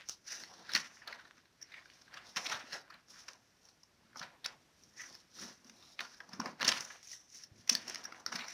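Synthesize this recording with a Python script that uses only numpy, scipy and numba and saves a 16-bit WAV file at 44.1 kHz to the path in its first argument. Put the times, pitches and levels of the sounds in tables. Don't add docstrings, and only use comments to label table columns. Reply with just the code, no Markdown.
import sys
import numpy as np
from scipy import signal
from scipy.fft import rfft, irfft
from scipy.io import wavfile
from scipy.ndimage import uniform_filter1d, map_coordinates
from numba import njit

SR = 44100
rng = np.random.default_rng(int(sys.argv[2]) if len(sys.argv) > 2 else 0)


def waveform_to_disk(signal):
    frames = np.transpose(np.atleast_2d(signal))
    scaled = np.clip(frames, -1, 1) * 32767
    samples = np.round(scaled).astype(np.int16)
    wavfile.write(sys.argv[1], SR, samples)


N = 376173

# t/s, crack level/dB, crack f/Hz, sheet level/dB, sheet f/Hz,
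# nominal rise/ms, fall/ms, sharpness
CREASES = [(0.02, -62, 4300, -57, 2150, 4, 6, 2.2), (0.088, -36, 6220, -57, 1980, 0.32, 0.87, 3.0),
           (0.0955, -32, 6440, -51, 1670, 0.5, 0.86, 2.1), (0.1113, -48, 5320, -62, 1350, 11, 5.4, 4),
           (0.3263, -42, 5520, -54, 1900, 10, 6.0, 7.9), (0.417, -54, 5430, -62, 1680, 7.2, 6.0, 2),
           (0.436, -46, 5000, -46.5, 1930, 0.3, 1.8, 2.6), (0.6949, -48, 4330, -42, 1608, 2.1, 2.7, 6),
           (0.718, -41, 3680, -50, 1724, 1.7, 2.3, 5.3), (0.736, -30.5, 4940, -41, 2150, 0.69, 1.2, 1.6),
           (0.7526, -21.5, 4180, -28, 1925, 3.6, 3.6, 3.8), (0.7607, -31, 4580, -30, 1856, 1.6, 3, 1.4),
           (0.7661, -49, 4500, -33, 1904, 1.7, 4.9, 1.6), (0.7755, -34.5, 5230, -39, 1850, 0.82, 2, 1.8),
           (0.9696, -59, 5870, -55, 1670, 2, 5, 3.3), (1.0191, -71, 5240, -48.5, 1730, 0.3, 9, 7.2),
           (1.0746, -40, 4170, -46, 1750, 0.52, 4.2, 4.8), (1.0834, -61, 4220, -45, 1410, 10, 5.4, 2.2),
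           (1.126, -48.5, 4420, -40.5, 1870, 0.3, 4.5, 4.2), (1.1456, -60, 4150, -51, 1510, 9.3, 6.0, 2.1),
           (1.1993, -59.5, 4060, -53, 1634, 4.7, 3.2, 2.4), (1.2527, -66, 4130, -54.5, 1560, 2.2, 5, 2.5),
           (1.379, -62, 5000, -62, 1760, 1, 2.8, 2.5), (1.455, -65, 3900, -61, 1800, 1, 3, 2.5),
           (1.6256, -41.5, 5570, -59, 1760, 20, 4.3, 8.1), (1.7223, -55, 3950, -53, 1970, 3, 5, 3.6),
           (1.742, -56, 4070, -45.5, 2100, 2.5, 2.7, 7.1), (1.857, -65, 4660, -51.5, 1400, 0.27, 2, 3.6),
           (1.9, -57, 4310, -54.5, 2230, 0.78, 3, 2.6), (2.0152, -57.5, 4900, -65, 1360, 2.2, 7.9, 1.1),
           (2.078, -70, 4150, -57, 1670, .5, 5, 3), (2.1411, -50.5, 4650, -46.5, 1710, 5.8, 9.8, 2.5),
           (2.1769, -49.5, 3700, -45, 1657, 17, 7.1, 1.6), (2.3617, -36, 5370, -39, 1750, 0.23, 1.8, 3.2),
           (2.369, -34.5, 5000, -32.5, 1770, 4, 7.1, 1.2), (2.3745, -40, 5200, -39, 1850, 0.59, 9.5, 1.3),
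           (2.451, -46, 5900, -57, 1740, 8.6, 2.5, 3.5), (2.4569, -52, 4550, -40, 1950, 4.5, 7.5, 1),
           (2.4662, -35, 3730, -38.5, 1973, 6.8, 4.1, 1.3),
           (2.499, -38.5, 4570, -38.5, 1270, 3.3, 4.9, 0.93), (2.5193, -38, 4270, -36.5, 1570, 9.2, 11, 1),
           (2.5314, -39.5, 3680, -43, 1360, 8.0, 33, 1.6), (2.552, -47, 4350, -47, 1580, 1, 3.9, 1.3),
           (2.6005, -52.5, 4930, -53, 1650, 8.8, 3.7, 1.6),
           (2.7331, -38.5, 4600, -41.5, 1750, 16, 4.5, 2.2), (2.7443, -44, 5020, -47, 1535, 8.5, 2.8, 1.5),
           (2.9021, -55.5, 4440, -51, 1450, 2.8, 8.7, 4.3), (2.9417, -53, 4230, -58, 1670, 0.54, 1.8, 4.4),
           (3.084, -61, 5600, -66, 1320, 1, 5, 3), (3.2846, -43, 5300, -45.5, 1730, 3, 4, 1.5),
           (3.653, -55.5, 5830, -78, 1275, 3.3, 3.7, 3.0), (3.688, -57, 5020, -66.5, 1450, 0.6, 4.6, 3.5),
           (3.833, -55, 5500, -67, 1097, 0.3, 3.8, 3.7), (4.1307, -74, 4400, -58.5, 1600, .3, 6, 2.7),
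           (4.162, -58, 5500, -44.5, 930, 6.1, 3.5, 4.3), (4.1712, -45, 5560, -61, 1220, 0.55, 1.9, 7.7),
           (4.1951, -41, 4750, -57, 1350, 0.63, 2.2, 1.4), (4.2231, -53, 4750, -39, 1470, 12, 1.9, 4.7),
           (4.228, -47.5, 4000, -42.5, 1750, 5.1, 9.6, 1.7), (4.4444, -39, 3830, -46, 1875, 1.2, 11, 4),
           (4.4585, -47, 4030, -37.5, 1700, 1.4, 0.86, 1.9),
           (4.461, -30, 5550, -38.5, 1860, 0.28, 1.7, 1.7), (4.8356, -55, 5670, -96, 1324, 0.4, 1.9, 3.0),
           (4.9994, -58, 5900, -47.5, 1950, 21, 9.4, 15), (5.0105, -49, 5940, -49, 1840, 8.0, 55, 7),
           (5.06, -51, 5770, -54, 1540, 5, 8.7, 5), (5.1519, -46, 5010, -60, 1824, 5.4, 2.1, 3.9),
           (5.3957, -46, 5190, -72, 1490, 8.6, 11, 1.7), (5.6465, -56, 5600, -71, 1580, 2.3, 4.8, 2.6),
           (5.6965, -49.5, 5670, -55, 1780, 0.36, 3.6, 2), (5.8279, -56.5, 4280, -67, 1320, 3.1, 11, 1.7),
           (5.93, -62, 4900, -77, 1400, 3, 5, 5.1), (5.9921, -44, 3780, -33.5, 2100, 1.2, 1.9, 2.9),
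           (6.006, -37.5, 3730, -33.5, 1390, 0.93, 3.1, 2.7), (6.013, -50, 4500, -42, 1294, 0.33, 3.6, 1.7),
           (6.0482, -52, 4610, -49.5, 1340, 8.0, 17, 1.6),
           (6.2029, -54.5, 5260, -41.5, 1660, 0.24, 5.2, 6.9),
           (6.2915, -53.5, 5060, -52.5, 960, 0.79, 4.3, 2.9),
           (6.336, -43.5, 5070, -48.5, 1475, 6.4, 4.8, 3.1), (6.35, -55, 5660, -54, 1390, 5.2, 1.2, 4),
           (6.3999, -34.5, 5260, -32.5, 1075, 2.1, 4.1, 3.0),
           (6.4162, -51, 5120, -41, 1190, 0.33, 1.6, 1.1),
           (6.4591, -40.5, 5210, -34.5, 1107, 0.91, 3.2, 2.4), (6.595, -50, 4670, -43.5, 1710, 1.7, 7, 2.7),
           (6.6099, -38.5, 4030, -37, 1407, 1.7, 4.7, 3.0), (6.616, -35, 4160, -33.5, 1817, 0.3, 5.7, 3),
           (6.629, -32.5, 4590, -28, 1550, 0.3, 2.3, 1.1), (6.6474, -29, 4000, -37, 1403, 2.7, 5.6, 1.8),
           (6.6538, -34, 4970, -36, 1505, 0.47, 1.5, 2), (6.679, -18.5, 5100, -34, 1790, 1.9, 4.4, 1.8),
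           (6.6846, -35, 5150, -35, 1710, 1.2, 2, 1.6), (6.691, -25, 4630, -32.5, 1880, 2.2, 3, 0.95),
           (6.7225, -32.5, 4200, -29.5, 2010, 5.7, 3, 1), (6.7704, -45, 4660, -44, 1770, 6.1, 15, 1.1),
           (6.806, -33.5, 6200, -48, 1450, 0.33, 2.8, 1.5), (6.8504, -43, 6260, -66, 1760, 10, 6.8, 2.4),
           (6.9029, -67, 5900, -46.5, 1610, 2.5, 7.5, 2), (7.03, -52, 5790, -61, 2010, 1.2, 9.9, 1.8),
           (7.0723, -49, 6340, -66, 2300, 0.3, 5.8, 5.3), (7.116, -44, 5860, -57, 2200, 1.3, 3.2, 5.2),
           (7.136, -48, 6150, -52, 1860, 9.3, 1, 7), (7.346, -48.5, 6140, -66, 1970, 2.5, 11, 11),
           (7.436, -43.5, 5550, -61, 1810, 1, 7.1, 6.2), (7.6752, -44.5, 5420, -51, 1877, 0.3, 6.2, 3.6),
           (7.6939, -19, 5660, -29, 2140, 0.16, 3.5, 6.8), (7.6978, -21.5, 5640, -39, 2090, 0.78, 2, 1.25),
           (7.7209, -39, 5930, -56, 2010, 2.0, 6.9, 3.0), (7.7312, -33, 5830, -45, 2160, 7.6, 3.4, 2.3),
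           (7.7516, -23.5, 4700, -35, 2060, 0.54, 1.9, 2), (7.88, -37.5, 5430, -46, 1880, 0.3, 2, 2.7),
           (7.898, -36, 5450, -45, 1920, 0.7, 0.38, 2.4), (7.947, -36.5, 5170, -44, 2000, 2.5, 1.7, 1.6),
           (7.9566, -37.5, 5380, -41.5, 1950, 0.54, 2.9, 2.3), (8.039, -47, 5440, -73, 1525, 0.7, 4.1, 2.9),
           (8.045, -48, 5440, -57, 1690, 1.9, 5, 3.3), (8.0525, -38, 5650, -46, 1650, 2.0, 6.9, 10),
           (8.1238, -51, 4850, -43, 1490, 1.5, 2.8, 4.1), (8.1468, -67, 5250, -49, 1550, 0.8, 1.1, 1.8),
           (8.201, -56, 6070, -67, 1020, 5.5, 8.2, 1.3), (8.2627, -30, 4730, -37, 1220, 0.14, 1.63, 4.8),
           (8.3259, -40, 4900, -37, 1290, 4.8, 4.5, 1.8), (8.356, -35.5, 4960, -40, 1700, 2.6, 6.1, 1.4),
           (8.3608, -62, 5200, -40, 1600, 0.4, 7.9, 2.9), (8.3917, -43.5, 4065, -41, 1600, 6.3, 8, 2),
           (8.406, -44.5, 3580, -42.5, 2150, 11, 25, 2.4), (8.444, -50, 4430, -45, 1460, 8.0, 13, 2.1),
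           (8.482, -43.5, 5600, -46.5, 1770, 0.54, 2.9, 5)]
# peak t/s, 20 dB swell/s, 20 dB fade/s,
# gloss hiss/dB, hollow scrape/dB, stack rustle/dB, moved air/dB
SLIDE_STROKES = [(0.0, .05, 0.082, -68, -52.5, -68, -90), (0.103, 0.035, .07, -51, -64.5, -75, -84),
                 (0.285, 0.037, .1, -54, -59, -79, -75), (0.325, 0.065, .16, -45.5, -52, -63.5, -73),
                 (0.42, 0.087, 0.062, -60, -62, -65.5, -73), (0.6, 0.32, 0.19, -60, -66.5, -63.5, -66.5),
                 (0.76, 0.099, 0.12, -45, -42.5, -53, -56.5), (0.95, 0.17, 0.19, -62.5, -63, -74, -80),
                 (1.099, 0.076, 0.17, -60, -51.5, -60, -67), (1.25, .1, .12, -68.5, -70.5, -72, -70),
                 (1.39, 0.11, .05, -73, -74.5, -87, -72), (1.63, 0.034, 0.17, -69.5, -66.5, -87, -80),
                 (1.754, .1, 0.14, -64, -59.5, -68.5, -77), (1.95, 0.34, 0.29, -66.5, -71, -74.5, -86),
                 (2.15, 0.077, 0.17, -72, -54.5, -67, -74), (2.287, 0.18, .1, -61, -100, -64.5, -70),
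                 (2.377, 0.025, 0.073, -47, -44.5, -48.5, -60), (2.45, 0.11, 0.11, -49.5, -51, -70, -74),
                 (2.515, .1, 0.15, -51, -44, -48.5, -60), (2.756, 0.1, 0.065, -48.5, -47, -55.5, -66),
                 (2.93, 0.092, .1, -73, -58, -63, -74), (3.1, .03, 0.35, -61.5, -80, -74, -73.5),
                 (3.173, 0.062, 0.13, -57, -59, -81, -75), (3.294, .03, 0.07, -59.5, -59, -59.5, -82),
                 (3.35, .1, 0.03, -76, -75, -66, -85), (3.45, 0.097, 0.22, -87, -80, -83, -90),
                 (3.66, .07, .12, -67.5, -86, -80, -85), (4.06, 0.12, 0.094, -81, -74, -73, -77),
                 (4.172, 0.02, .12, -55, -66, -75, -79), (4.228, .1, 0.11, -64, -54, -56.5, -66.5),
                 (4.36, 0.16, 0.049, -84.5, -83, -66.5, -86), (4.456, 0.026, 0.071, -61, -50, -54.5, -75),
                 (4.53, 0.092, 0.053, -73, -73, -62.5, -85), (4.84, 0.12, 0.13, -68.5, -85, -81, -73.5),
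                 (4.989, 0.036, .2, -53.5, -56.5, -69, -75), (5.13, 0.26, .15, -60, -83, -69, -71),
                 (5.37, 0.056, 0.12, -56, -66, -81, -77), (5.42, 0.083, 0.12, -48, -57, -61, -58),
                 (5.51, 0.19, 0.071, -61.5, -58.5, -65.5, -79), (5.68, 0.093, 0.19, -69, -73.5, -69.5, -66),
                 (5.84, 0.15, 0.084, -67, -73, -77, -78), (5.925, 0.24, 0.059, -59.5, -76, -79, -83),
                 (6.007, 0.027, 0.078, -51.5, -51, -51.5, -57), (6.1, 0.11, .2, -60.5, -65.5, -82, -71),
                 (6.215, .04, .07, -70.5, -77.5, -61.5, -85), (6.346, .12, .08, -65.5, -57.5, -66, -62.5),
                 (6.413, 0.023, 0.041, -56, -49, -61, -44), (6.473, 0.094, 0.078, -57.5, -53.5, -47, -54),
                 (6.615, 0.021, .15, -63, -44.5, -54, -58), (6.646, 0.062, 0.092, -61, -51, -48, -46.5),
                 (6.69, 0.042, .035, -34, -32, -42, -55), (6.732, .05, 0.22, -44.5, -45.5, -63, -62.5),
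                 (6.95, 0.44, 0.052, -62, -60, -62.5, -80), (7.05, 0.026, 0.24, -57, -75, -80, -92),
                 (7.135, 0.072, 0.042, -46, -60.5, -91, -95), (7.357, 0.052, 0.11, -53.5, -68, -87, -78),
                 (7.44, 0.18, 0.027, -56, -67, -78, -88), (7.52, 0.082, .3, -80.5, -87, -89, -68),
                 (7.607, 0.072, .05, -62, -78, -81, -78), (7.71, 0.032, 0.16, -45.5, -49, -54, -57.5),
                 (7.89, .07, .2, -53, -51.5, -58, -60), (7.98, 0.18, 0.26, -62, -71, -60.5, -83),
                 (8.2, 0.65, .06, -67.5, -59.5, -62.5, -69), (8.277, 0.023, 0.054, -54, -51.5, -60, -67),
                 (8.338, 0.033, 0.14, -49, -48, -54, -55.5), (8.45, .2, 0.042, -67, -50, -56.5, -80),
                 (8.49, 0.064, .5, -52.5, -58, -67.5, -71)]
# gloss/dB, hollow/dB, stack/dB, air/dB
HOLD_DB = [-80.5, -85, -83, -86.5]
# t/s, peak level/dB, f/Hz
SHEET_FLAPS = [(0.742, -47.5, 261), (2.364, -49, 200), (2.468, -52, 283), (2.54, -52, 129),
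               (2.638, -54, 274), (2.728, -55, 164.6), (4.166, -59, 260), (4.208, -50.5, 169),
               (4.447, -60, 157), (5.419, -52, 195), (5.652, -57, 243), (5.699, -59, 226), (6.29, -57, 183),
               (6.335, -45, 197), (6.394, -35.5, 238), (6.414, -43, 188), (6.461, -42.5, 225),
               (6.646, -43, 195), (6.68, -43, 205), (7.514, -50.5, 97.5), (7.591, -55, 102),
               (7.714, -39.5, 231), (7.87, -57, 175), (7.9, -52, 230), (8.12, -59, 301), (8.347, -49, 220)]
# start t/s, end t/s, start delay/ms, end delay/ms, signed gain
HELD_PAGES = [(0.49, 0.646, 0.45, 0.39, -0.3), (1.146, 1.56, .4, 0.41, -0.26),
              (1.71, 1.85, 0.72, 0.68, -0.25), (1.852, 2.07, 1.46, 1.55, -0.18),
              (2.073, 2.2, 0.43, 0.51, -0.16), (4.95, 5.118, 0.67, 0.76, -0.17),
              (5.738, 5.97, 0.61, 0.68, -0.34), (6.38, 6.43, 0.77, 0.78, 0.13),
              (6.43, 6.57, 0.45, .44, 0.15), (6.647, 6.83, 0.5, 0.54, -0.14),
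              (8.012, 8.24, 1.7, 1.6, -0.12), (8.24, 8.313, 0.5, 0.55, .34)]
# f/Hz, level/dB
PORT_SPECTRUM = [(2200, -17), (3000, -11.5), (4300, -10.5), (5000, -10), (5750, -5), (6300, -9.5),
                 (7000, -17), (8000, -23.5), (9000, -19), (9700, -13), (10700, -22), (12500, -23.5),
                 (13600, -14.5), (15500, -30)]
# f/Hz, T60/s
ROOM_DECAY = [(300, 0.42), (1400, 0.22), (3700, 0.14), (10000, 0.1)]
# f/Hz, relative level/dB
HISS_SPECTRUM = [(18, -61), (30, 0.5), (96, 3), (181, 1.5), (1000, -11), (1700, -7.5), (3210, -12),
                 (5590, -13), (7880, -20.5), (9730, -22), (13700, -25), (14800, -32), (16500, -59)]

TICK_SHARPNESS = 3.1


def crease_snaps(rows, lead=512):
    out, port = np.zeros(N), impulse_response(PORT_SPECTRUM, size=256)
    t_ms = (np.arange(2048) - lead) * 1000 / SR
    noise = rng.standard_normal((len(rows), 2, len(t_ms)))
    jerk_db = 3.93 * rng.exponential(size=(len(rows), 1, len(t_ms) // 32))
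    noise *= uniform_filter1d(np.repeat(undb(jerk_db), 32, axis=2), size=16)
    fold_lags = rng.integers(30, 110, len(rows))
    for row, fold_lag, (crack_noise, sheet_noise) in zip(rows, fold_lags, noise):
        at_s, crack_db, crack_hz, sheet_db, sheet_hz, rise_ms, fall_ms, sharp = row
        from_release = np.where(t_ms < 0, -1.2 * t_ms / rise_ms, t_ms / fall_ms)
        burst = np.exp(-from_release ** 1.75)
        tear = crack_noise * burst
        splash = 0.33 * (crack_hz / 5600) ** 1.3 * tear
        tone = band(band(tear, crack_hz, 0.23 * sharp), crack_hz, 1.64 * sharp)
        crack = np.convolve(splash + np.sqrt(sharp) * tone, port)[:len(t_ms)]
        flex = band(sheet_noise * burst, sheet_hz, 0.59, passes=2)
        ring = np.sqrt(sharp) * band(flex, sheet_hz, sharp) + 0.3 * flex / sharp
        ring = uniform_filter1d(ring, size=4)
        for part, level_db in ((crack, crack_db), (ring, sheet_db)):
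            part = part + 0.33 * np.roll(part, fold_lag)
            peak_rms = np.sqrt(uniform_filter1d(part ** 2, size=80).max())
            add(out, at_s - lead / SR, part * undb(level_db) / peak_rms)
    return out


def small_creases(count=90, over_db=1, scatter_db=3, max_db=-56):
    at_s = rng.uniform(0.02, 0.98, count) * N / SR
    draws = rng.standard_normal((count, 4)).T
    gloss_and_hollow_db = np.array(stroke_levels_db(at_s)[:2])
    crack_db, sheet_db = np.minimum(gloss_and_hollow_db + over_db + scatter_db * draws[:2], max_db)
    crack_hz, sheet_hz, _ = page_bend(at_s)
    rise_ms, fall_ms = 0.8 * np.exp(draws[2]), 3.2 * np.exp(draws[3] / 2)
    sharp = np.full(count, TICK_SHARPNESS)
    return list(zip(at_s, crack_db, crack_hz, sheet_db, sheet_hz, rise_ms, fall_ms, sharp))


def page_slide():
    t_s, grid_s = np.arange(N) / SR, np.arange(0, N / SR, 1 / 500)
    gloss_db, hollow_db, stack_db, air_db = (np.interp(t_s, grid_s, db) for db in stroke_levels_db(grid_s))
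    gloss_hz, hollow_hz, sharp = page_bend(t_s)
    taut = sharp / TICK_SHARPNESS
    gloss_q = np.maximum(2.48 * np.exp(-0.03 * (gloss_db - hollow_db)) * taut ** 0.37, 0.5)
    hollow_q = np.maximum(1.58 * taut ** 0.66, 0.6)
    slips = grit(scatter_db=2.63, clump_db=2.03, clump_hz=90)
    gloss = 0.38 * slips / gloss_q + np.sqrt(gloss_q) * band(slips, gloss_hz, gloss_q)
    gloss = signal.fftconvolve(gloss, impulse_response(PORT_SPECTRUM))[:N]
    rub = band(grit(scatter_db=2.6, clump_db=2.6, clump_hz=60), hollow_hz, 0.65)
    hollow = np.sqrt(hollow_q) * band(rub, hollow_hz, hollow_q)
    stack = band(grit(scatter_db=2.35, clump_db=2.6, clump_hz=40), f_hz=745, q=0.77, passes=2)
    air = band(grit(scatter_db=1.0, clump_db=2.7, clump_hz=30), f_hz=210, q=0.6, passes=3)
    layers = ((gloss, gloss_db), (hollow, hollow_db), (stack, stack_db), (air, air_db))
    return sum(unit_rms(x) * undb(level_db) for x, level_db in layers)


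def stroke_levels_db(t_s, roundness=1.19):
    peak_s, swell_s, fade_s, *peaks_db = np.transpose(SLIDE_STROKES)[:, :, None]
    from_peak = np.where(t_s < peak_s, (peak_s - t_s) / swell_s, (t_s - peak_s) / fade_s)
    shape_db = -20 * from_peak ** roundness
    return [10 * np.log10(np.sum(undb(peak_db + shape_db) ** 2, axis=0) + undb(floor_db) ** 2)
            for peak_db, floor_db in zip(peaks_db, HOLD_DB)]


def page_bend(t_s):
    at_s, _, crack_hz, _, sheet_hz, _, _, sharp = np.transpose(CREASES)
    return [np.interp(t_s, at_s, column) for column in (crack_hz, sheet_hz, sharp)]


def grit(scatter_db, clump_db, clump_hz):
    size_db = scatter_db * rng.exponential(size=N) + clump_db * wander(clump_hz)
    return rng.standard_normal(N) * undb(size_db)


def sheet_flaps(rise_s=0.0011, t60_s=0.04):
    out, t_s = np.zeros(N), np.arange(8192) / SR
    envelope = (1 - np.exp(-t_s / rise_s)) * np.exp(-np.log(1000) * t_s / t60_s)
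    for at_s, peak_db, f_hz in SHEET_FLAPS:
        swing = np.sin(2 * np.pi * f_hz * t_s) * envelope
        puff = band(swing, f_hz, 0.95)
        add(out, at_s, undb(peak_db) * puff / np.abs(puff).max())
    return out


def page_echo(x, hold_s=0.14):
    t_s = np.arange(N) / SR
    step = np.arange(N) // int(hold_s * SR)
    draws = rng.standard_normal((N // 2000, 2))[step].T
    delay_ms = 0.68 * np.exp(0.35 * draws[0])
    gain = -0.073 + 0.17 * draws[1]
    for start_s, end_s, start_ms, end_ms, held_gain in HELD_PAGES:
        held = (t_s >= start_s) & (t_s < end_s)
        delay_ms[held] = np.interp(t_s[held], [start_s, end_s], [start_ms, end_ms])
        gain[held] = held_gain
    lag = uniform_filter1d(delay_ms * SR / 1000, size=300)
    return uniform_filter1d(gain, size=300) * map_coordinates(x, [np.arange(N) - lag], order=1)


def room_reverb(x, level_db=-14.5, rise_s=0.0016):
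    t_s, tail = np.arange(SR // 2) / SR, 0
    f_hz, t60_s = np.transpose(ROOM_DECAY)
    for centre_hz in 125 * 2. ** np.arange(7):
        band_t60_s = np.interp(np.log(centre_hz), np.log(f_hz), t60_s)
        decay = np.exp(-np.log(1000) * t_s / band_t60_s)
        tail += band(rng.standard_normal(len(t_s)), centre_hz, 1.0) * decay
    tail *= 1 - np.exp(-t_s / rise_s)
    return undb(level_db) * signal.fftconvolve(x, tail / np.sqrt(np.sum(tail ** 2)))[:N]


def room_tone(level_db=-72, waver_db=1.0):
    colour = impulse_response(HISS_SPECTRUM, size=4096)
    hiss = signal.fftconvolve(rng.standard_normal(N + 4096), colour, "valid")[:N]
    return unit_rms(hiss) * undb(level_db + waver_db * wander(rate_hz=3.2))


def impulse_response(spectrum, size=1024):
    f_hz, level_db = np.transpose(spectrum)
    bins_hz = np.arange(size + 1) * SR / (2 * size) + 1
    gain = undb(np.interp(np.log(bins_hz), np.log(f_hz), level_db))
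    cepstrum = irfft(np.log(gain))
    cepstrum[1:size] *= 2
    cepstrum[size + 1:] = 0
    return irfft(np.exp(rfft(cepstrum)))[:size]


@njit
def svf(x, f_hz, q):
    y, band_state, low_state = np.empty(len(x)), 0., 0.
    for i in range(len(x)):
        g, damping = np.tan(np.pi * f_hz[i] / SR), 1 / q[i]
        v = (band_state + g * (x[i] - low_state)) / (1 + g * (g + damping))
        band_state = 2 * v - band_state
        low_state += 2 * g * v
        y[i] = damping * v
    return y


def band(x, f_hz, q, passes=1):
    for _ in range(passes):
        x = svf(x, f_hz * np.ones(len(x)), q * np.ones(len(x)))
    return x


def wander(rate_hz):
    hold = int(SR / rate_hz)
    steps = np.repeat(rng.standard_normal(N // hold + 1), hold)
    return unit_rms(uniform_filter1d(steps, hold)[:N])


def undb(db):
    return 10 ** (np.asarray(db) / 20)


def unit_rms(x):
    return x / np.sqrt(np.mean(x ** 2))


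def add(out, at_s, piece):
    start = int(at_s * SR)
    out[start:start + len(piece)] += piece[:len(out) - start]


def scene():
    paper = crease_snaps(list(CREASES) + small_creases()) + page_slide()
    near = paper + page_echo(paper) + sheet_flaps()
    return (near + room_reverb(near) + room_tone())[None]


def record(dry, bass_hz=58, top_hz=16500):
    capsule = signal.sosfilt(signal.butter(1, bass_hz, "high", fs=SR, output="sos"), dry)
    return signal.sosfilt(signal.ellip(10, 0.2, 70, top_hz, fs=SR, output="sos"), capsule)


dry = scene()
out = record(dry)
waveform_to_disk(out)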